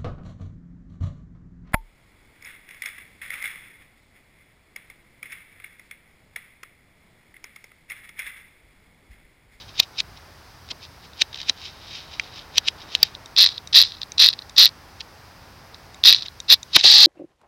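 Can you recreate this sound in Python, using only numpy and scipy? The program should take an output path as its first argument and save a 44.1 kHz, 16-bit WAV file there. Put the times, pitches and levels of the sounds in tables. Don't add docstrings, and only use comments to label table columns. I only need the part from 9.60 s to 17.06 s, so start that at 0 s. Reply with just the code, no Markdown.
import sys
import numpy as np
from scipy import signal
from scipy.fft import rfft, irfft
from scipy.io import wavfile

SR = 44100
rng = np.random.default_rng(int(sys.argv[2]) if len(sys.argv) > 2 else 0)


def unload_wav(signal):
    wavfile.write(
        sys.argv[1],
        SR,
        np.round(np.clip(np.atleast_2d(signal).T, -1, 1) * 32767).astype(np.int16),
    )


N = 328986
T = np.arange(N) / SR


def undb(db):
    return 10 ** (np.asarray(db) / 20)


def unit(x):
    return x / np.std(x)


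def ring(x, modes, port_hz=9600, size=8192):
    f = np.arange(size // 2 + 1) * SR / size
    power = sum(undb(db) ** 2 / (1 + ((f - hz) / width) ** 2 * 2) ** 2 for hz, width, db in modes)
    power = power / (1 + (f / port_hz) ** 8)
    cepstrum = irfft(.5 * np.log(power))[:size // 2]
    response = irfft(np.exp(rfft(2 * cepstrum, size)))
    return signal.fftconvolve(x, response / np.abs(response).max())[:N]


def blows(times, db):
    x = np.zeros(N)
    index = np.round(np.asarray(times) * SR).astype(int)
    inside = (index >= 0) & (index < N)
    np.add.at(x, index[inside], undb(db)[inside])
    return x


def grit(modes, per_s, spread_db):
    hits = (rng.random(N) < per_s / SR) * np.sign(rng.standard_normal(N))
    return unit(ring(hits * undb(spread_db * rng.standard_normal(N)), modes))


def swell(start, rise, fall, hold=0):
    exponent = np.minimum(T - start, 0) / rise - np.maximum(T - start - hold, 0) / fall
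    return np.exp(np.maximum(exponent, -30))


def strike(pushes, modes, scrape_db):
    lag = np.arange(-256, 257) / SR
    contact = np.exp(np.minimum(lag / .00047, -lag / .0015))
    scrape = signal.fftconvolve(pushes, contact, "same") * grit(modes, per_s=11000, spread_db=-.5)
    return ring(pushes, modes) + undb(scrape_db) * scrape


# (frequency [Hz], relative level [dB])
AIR_SPECTRUM = [(15, -43.5), (25, -10), (87, -2.5), (204, -14.5), (234, -15), (380, -16.5), (447, -16.5),
                (525, -17), (832, -14), (1230, -16), (1660, -17.5), (3100, -26), (4280, -24.5),
                (4920, -20.5), (6190, -29), (8050, -51), (13600, -120)]
# (time [s], relative level
# [dB])
BACKGROUND_LEVEL = [(0.0, -54.5), (0.36, -53), (1.06, -55), (3.25, -49.5), (4.16, -53.5), (5.71, -52.5),
                    (6.43, -52.5), (7.15, -56.5)]


def outdoors(level_db=-47.5, gust_db=1.5):
    f = np.maximum(np.arange(N // 2 + 1) * SR / N, 1)
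    hz, db = np.transpose(AIR_SPECTRUM)
    spectrum = rfft(rng.standard_normal(N)) * undb(np.interp(np.log(f), np.log(hz), db))
    air = irfft(spectrum, N)
    wind = irfft(spectrum / (1 + (f / 220) ** 4), N)
    hiss = irfft(spectrum / (1 + (2600 / f) ** 4), N)
    knots = np.arange(0, T[-1] + 1, 1 / 12)
    gust = undb(gust_db * np.interp(T, knots, rng.standard_normal(len(knots))))
    times, wash_db = np.transpose(BACKGROUND_LEVEL)
    wash = undb(np.interp(T, times, wash_db - np.median(wash_db)) + .15) * (air - wind - hiss)
    return undb(level_db) / np.std(air) * (gust * wind + wash + hiss)


# (frequency [Hz], width [Hz], level [dB])
BARREL_MODES = [(915, 420, -29), (1795, 74, -10.5), (2526, 610, -5), (3140, 430, -2), (3853, 420, 1.5),
                (4680, 500, -2.5), (5270, 610, -7), (5950, 670, -11), (6950, 690, -21), (8550, 2900, -30)]
# (frequency [Hz], width [Hz], level [dB])
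SLIDING_MODES = [(3690, 150, 0), (5180, 300, -3.5)]
# (crest time [s], level [dB], rise [s])
BARREL_RUBS = [(0.01, -41, .028), (0.096, -43, .016), (0.233, -29.5, 0.0073), (0.39, -21, 0.0069),
               (0.575, -41.5, .007), (1.238, -37, 0.014), (1.45, -44, .016), (1.81, -40.5, 0.059),
               (2.055, -34.5, 0.044), (2.355, -35.5, 0.083), (2.54, -39, .028), (2.64, -43, 0.055),
               (2.776, -37, 0.039), (3.22, -41, .028), (3.345, -33.5, 0.029), (3.447, -34, 0.032),
               (6.662, -30, 0.0058), (7.192, -18, 0.015)]


def barrel_rubbing(top_hz=7000):
    power = sum((undb(db) * swell(s, rise, fall=.83 * rise)) ** 2 for s, db, rise in BARREL_RUBS)
    for s, db, _, _, rub_db, _ in BARREL_CLICKS:
        slide_db = min(db + rub_db - 14.5, -31.5)
        power += (undb(slide_db) * swell(s - .0079, rise=.02, fall=.013)) ** 2
    pressure = np.sqrt(power) + creak()
    roughness = grit(BARREL_MODES + SLIDING_MODES, per_s=4000, spread_db=5)
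    soft_contact = signal.butter(2, top_hz, fs=SR, output="sos")
    return pressure * unit(signal.sosfilt(soft_contact, roughness))


# (time [s], level [dB], favoured resonance [Hz],
# its level [dB], rub just before [dB re the click], thud [dB])
BARREL_CLICKS = [(0.2, 7, 3920, 6, -21.5, -37), (0.403, -4.5, 3670, 5, -18.5, -43.5),
                 (1.114, -15.5, 3880, -2, -12.5, -37.5), (1.619, 3.5, 3800, 6, -18.5, -39),
                 (1.8962, 0.5, 4090, 5, -18, -34.5), (2.5972, -9, 2440, 9.5, -36, -58),
                 (2.981, 4, 5730, 0, -19.5, -54), (3.0842, -1.5, 3230, 7.5, -16, -55),
                 (3.3511, -2.5, 3900, 7, -36, -52), (3.4299, 10, 4650, 7, -44, -51),
                 (5.4064, -16, 4060, 11, -30, -70), (5.4118, -22, 3100, 7, -22, -70),
                 (7.1623, 8.5, 3590, 0, -19.5, -27.5), (7.1655, 4.5, 1630, -1, -28, -27.5),
                 (7.2449, -1.5, 3800, 7.5, -8.5, -22.5)]


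def barrel_clicks(chatter_db=-6.5):
    hits, friction, thud = np.zeros((3, N))
    for s, db, hz, ring_db, rub_db, thud_db in BARREL_CLICKS:
        modes = BARREL_MODES + [(hz, 420, ring_db)]
        chatter = swell(s + .000468, rise=.00028, fall=.0021) * grit(modes, per_s=12000, spread_db=1.5)
        hits += ring(blows([s], [db]), modes) + undb(db + chatter_db) * chatter
        friction += undb(db + rub_db) * swell(s - .002, rise=.0057, fall=.0044)
        thud += undb(thud_db) * swell(s, rise=.0012, fall=.0094)
    body = grit([(287, 89, .5), (803, 740, -2)], per_s=6400, spread_db=.5)
    return hits + friction * grit(BARREL_MODES, per_s=7400, spread_db=4) + thud * body


# (time [s], level [dB])
LENS_TICKS = [(1.252, -28), (1.534, -29), (2.392, -26), (2.793, -28), (3.5512, -21.5), (3.8635, 0.5),
              (3.9799, -15.5), (4.4171, -16), (4.4322, -15.5), (4.6875, 0.5), (4.7302, -13.5),
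              (4.7358, -12), (4.7908, -19), (4.8219, -24), (5.0566, 0.5), (5.091, -22), (6.1455, -24.5),
              (6.527, 2), (6.6229, -14), (6.6838, -19.5), (7.1982, -9), (7.211, -2)]


def lens_ticks(graze_db=-24):
    grazing = sum(undb(db + graze_db) * swell(s, rise=.0065, fall=.0065) for s, db in LENS_TICKS)
    return blows(*np.transpose(LENS_TICKS)), grazing


def creak(start_s=1.73, end_s=1.845, slip_hz=69, level_db=-30.5):
    late, loud = rng.standard_normal((32, 2)).T
    slips = start_s + np.arange(len(late)) / slip_hz + .0006 * late
    return sum(undb(db) * swell(s, rise=.00066, fall=.0022)
               for s, db in zip(slips[slips < end_s], level_db + 1.2 * loud))


# (frequency [Hz], width [Hz], level [dB])
CATCH_MODES = [(2420, 490, -13), (3765, 160, 2.5), (4650, 290, -8.5), (5960, 680, -6), (7160, 980, -14),
               (10400, 1500, -24)]
# (time [s], level [dB])
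CATCH_TICKS = [(3.6593, -28), (4.074, -24), (4.520, -21.5), (4.8963, -25.5), (6.345, -30.5), (6.8028, -20),
               (7.031, -22.5)]


def drive_catch():
    return strike(blows(*np.transpose(CATCH_TICKS)), CATCH_MODES, scrape_db=-4.5)


def gear_move(start, off, coast, braked, knock_db, tooth_db, grind_db, tooth_hz=234, slack_s=.015):
    speed = np.exp(-np.maximum(T - off, 0) / coast)
    meshed = start + slack_s
    mesh = swell(meshed, rise=.0065, fall=.0075, hold=braked - meshed) * (T > start)
    teeth_passed = tooth_hz * (np.minimum(T - off, 0) + coast * (1 - speed))
    times = T[1:][(np.diff(np.floor(teeth_passed)) > 0) & (mesh[1:] > .01)]
    late, loud, bounce = rng.standard_normal((64, 3))[:len(times)].T
    times = times + .0005 * late
    db = tooth_db + 2 * loud
    rebounds = blows(times + (.5 + .15 * bounce) / tooth_hz, db - 11) * speed
    force = mesh ** 2 * np.clip((speed / .51) ** 2.04, undb(-22), 1)
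    shake = mesh * speed ** .47
    rattle = shake * (rng.random(N) < 160 / SR) * undb(-19 + 2.5 * rng.standard_normal(N))
    pushes = blows([start], [knock_db]) + force * (blows(times, db) + rebounds) + rattle
    grinding = undb(grind_db) * mesh * speed ** 1.21
    return pushes, np.hypot(grinding, undb(-35.5) * shake)


# (frequency [Hz], width [Hz], level [dB])
HOUSING_MODES = [(256, 240, -43), (1132, 93, -25.5), (1700, 108, -22.5), (1922, 207, -16), (2285, 20, -15),
                 (2655, 280, -13), (3400, 25, -7.5), (3532, 390, -4.5), (3806, 35, -1.5), (3896, 355, 1.5),
                 (4194, 320, -1), (4883, 420, -4.5), (5667, 286, -12), (6240, 230, -25), (8500, 2140, -36)]
# (start [s], drive off [s], coasting time constant [s],
# brake time [s], first knock [dB], tooth [dB], grinding [dB])
FOCUS_MOVES = [(3.7652, 3.8217, 0.043, 3.983, -4.5, .5, -15.5),
               (4.1318, 4.1867, 0.045, 4.384, -6.5, 1, -15), (4.5822, 4.6398, 0.045, 4.71, -3.5, 0, -14),
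               (4.966, 5.0198, 0.05, 5.074, -11, 1.5, -13.5), (6.4386, 6.49, .05, 6.64, 0.5, 2, -13.5),
               (6.8857, 6.9373, 0.04, 6.94, -17, 2, -14.5), (7.1357, 7.159, 0.033, 7.163, -24, 0, -17.5)]


def focus_gears(lead_s=.0038):
    ticks, grazing = lens_ticks()
    teeth, grinding = np.sum([gear_move(*row) for row in FOCUS_MOVES], axis=0)
    take_up = sum(swell(s - lead_s, rise=.00062, fall=.0043, hold=2 * lead_s) for s, *_ in FOCUS_MOVES)
    friction = np.sqrt(grinding ** 2 + grazing ** 2 + (undb(-28.5) * take_up) ** 2)
    flank_modes = [(1330, 620, -21), (5020, 760, -8)]
    rasp = grit(HOUSING_MODES + flank_modes, per_s=2200, spread_db=5)
    clacks = strike(ticks + teeth, HOUSING_MODES + [(4440, 400, -5.5)], scrape_db=-9)
    return clacks + friction * rasp


# (position [share of the turn], level [dB])
TURN_CONTACTS = [(0, -1.5), (0.212, -5), (.5, -3), (.77, -4.5)]
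# (frequency [Hz], relative level [dB])
MOTOR_TONES = [(834.4, -38.5), (1200, -42), (1437, -49)]


def steady_run(start_s=7.233, rise_s=.022, tooth_hz=241.4):
    drive = np.clip((T - start_s) / rise_s, 0, 1)
    share, contact_db = np.transpose(TURN_CONTACTS)
    turns = np.arange(30)[:, None]
    late, loud = rng.standard_normal((2, len(turns), len(share)))
    times = start_s + (turns + share) * 2 / tooth_hz + .00004 * late
    modes = HOUSING_MODES + [(4320, 800, 1.4)]
    pushes = blows(times.ravel(), (contact_db + 1.15 * loud).ravel())
    teeth = strike(pushes, modes, scrape_db=-8.5)
    whine = sum(undb(db) * np.sqrt(2) * np.sin(2 * np.pi * (hz * T + rng.random()))
                for hz, db in MOTOR_TONES)
    load = undb(3.6 * np.interp(T, times[:, 0], loud[:, 0]) - 2)
    grinding = undb(-13.5) * grit(modes, per_s=3300, spread_db=2.5)
    return drive * (teeth + grinding + load * whine)


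def scene():
    lens = barrel_rubbing() + barrel_clicks() + drive_catch() + focus_gears() + steady_run()
    return (lens + outdoors())[None]


def record(dry, low_cut_hz=32, hiss_db=-60, top_hz=15900):
    mic = signal.sosfilt(signal.butter(2, low_cut_hz, "high", fs=SR, output="sos"), dry)
    mic = np.clip(mic + undb(hiss_db) * rng.standard_normal(dry.shape), -1, 1)
    return signal.sosfiltfilt(signal.ellip(8, .1, 60, top_hz, fs=SR, output="sos"), mic)


dry = scene()
out = record(dry)
unload_wav(out)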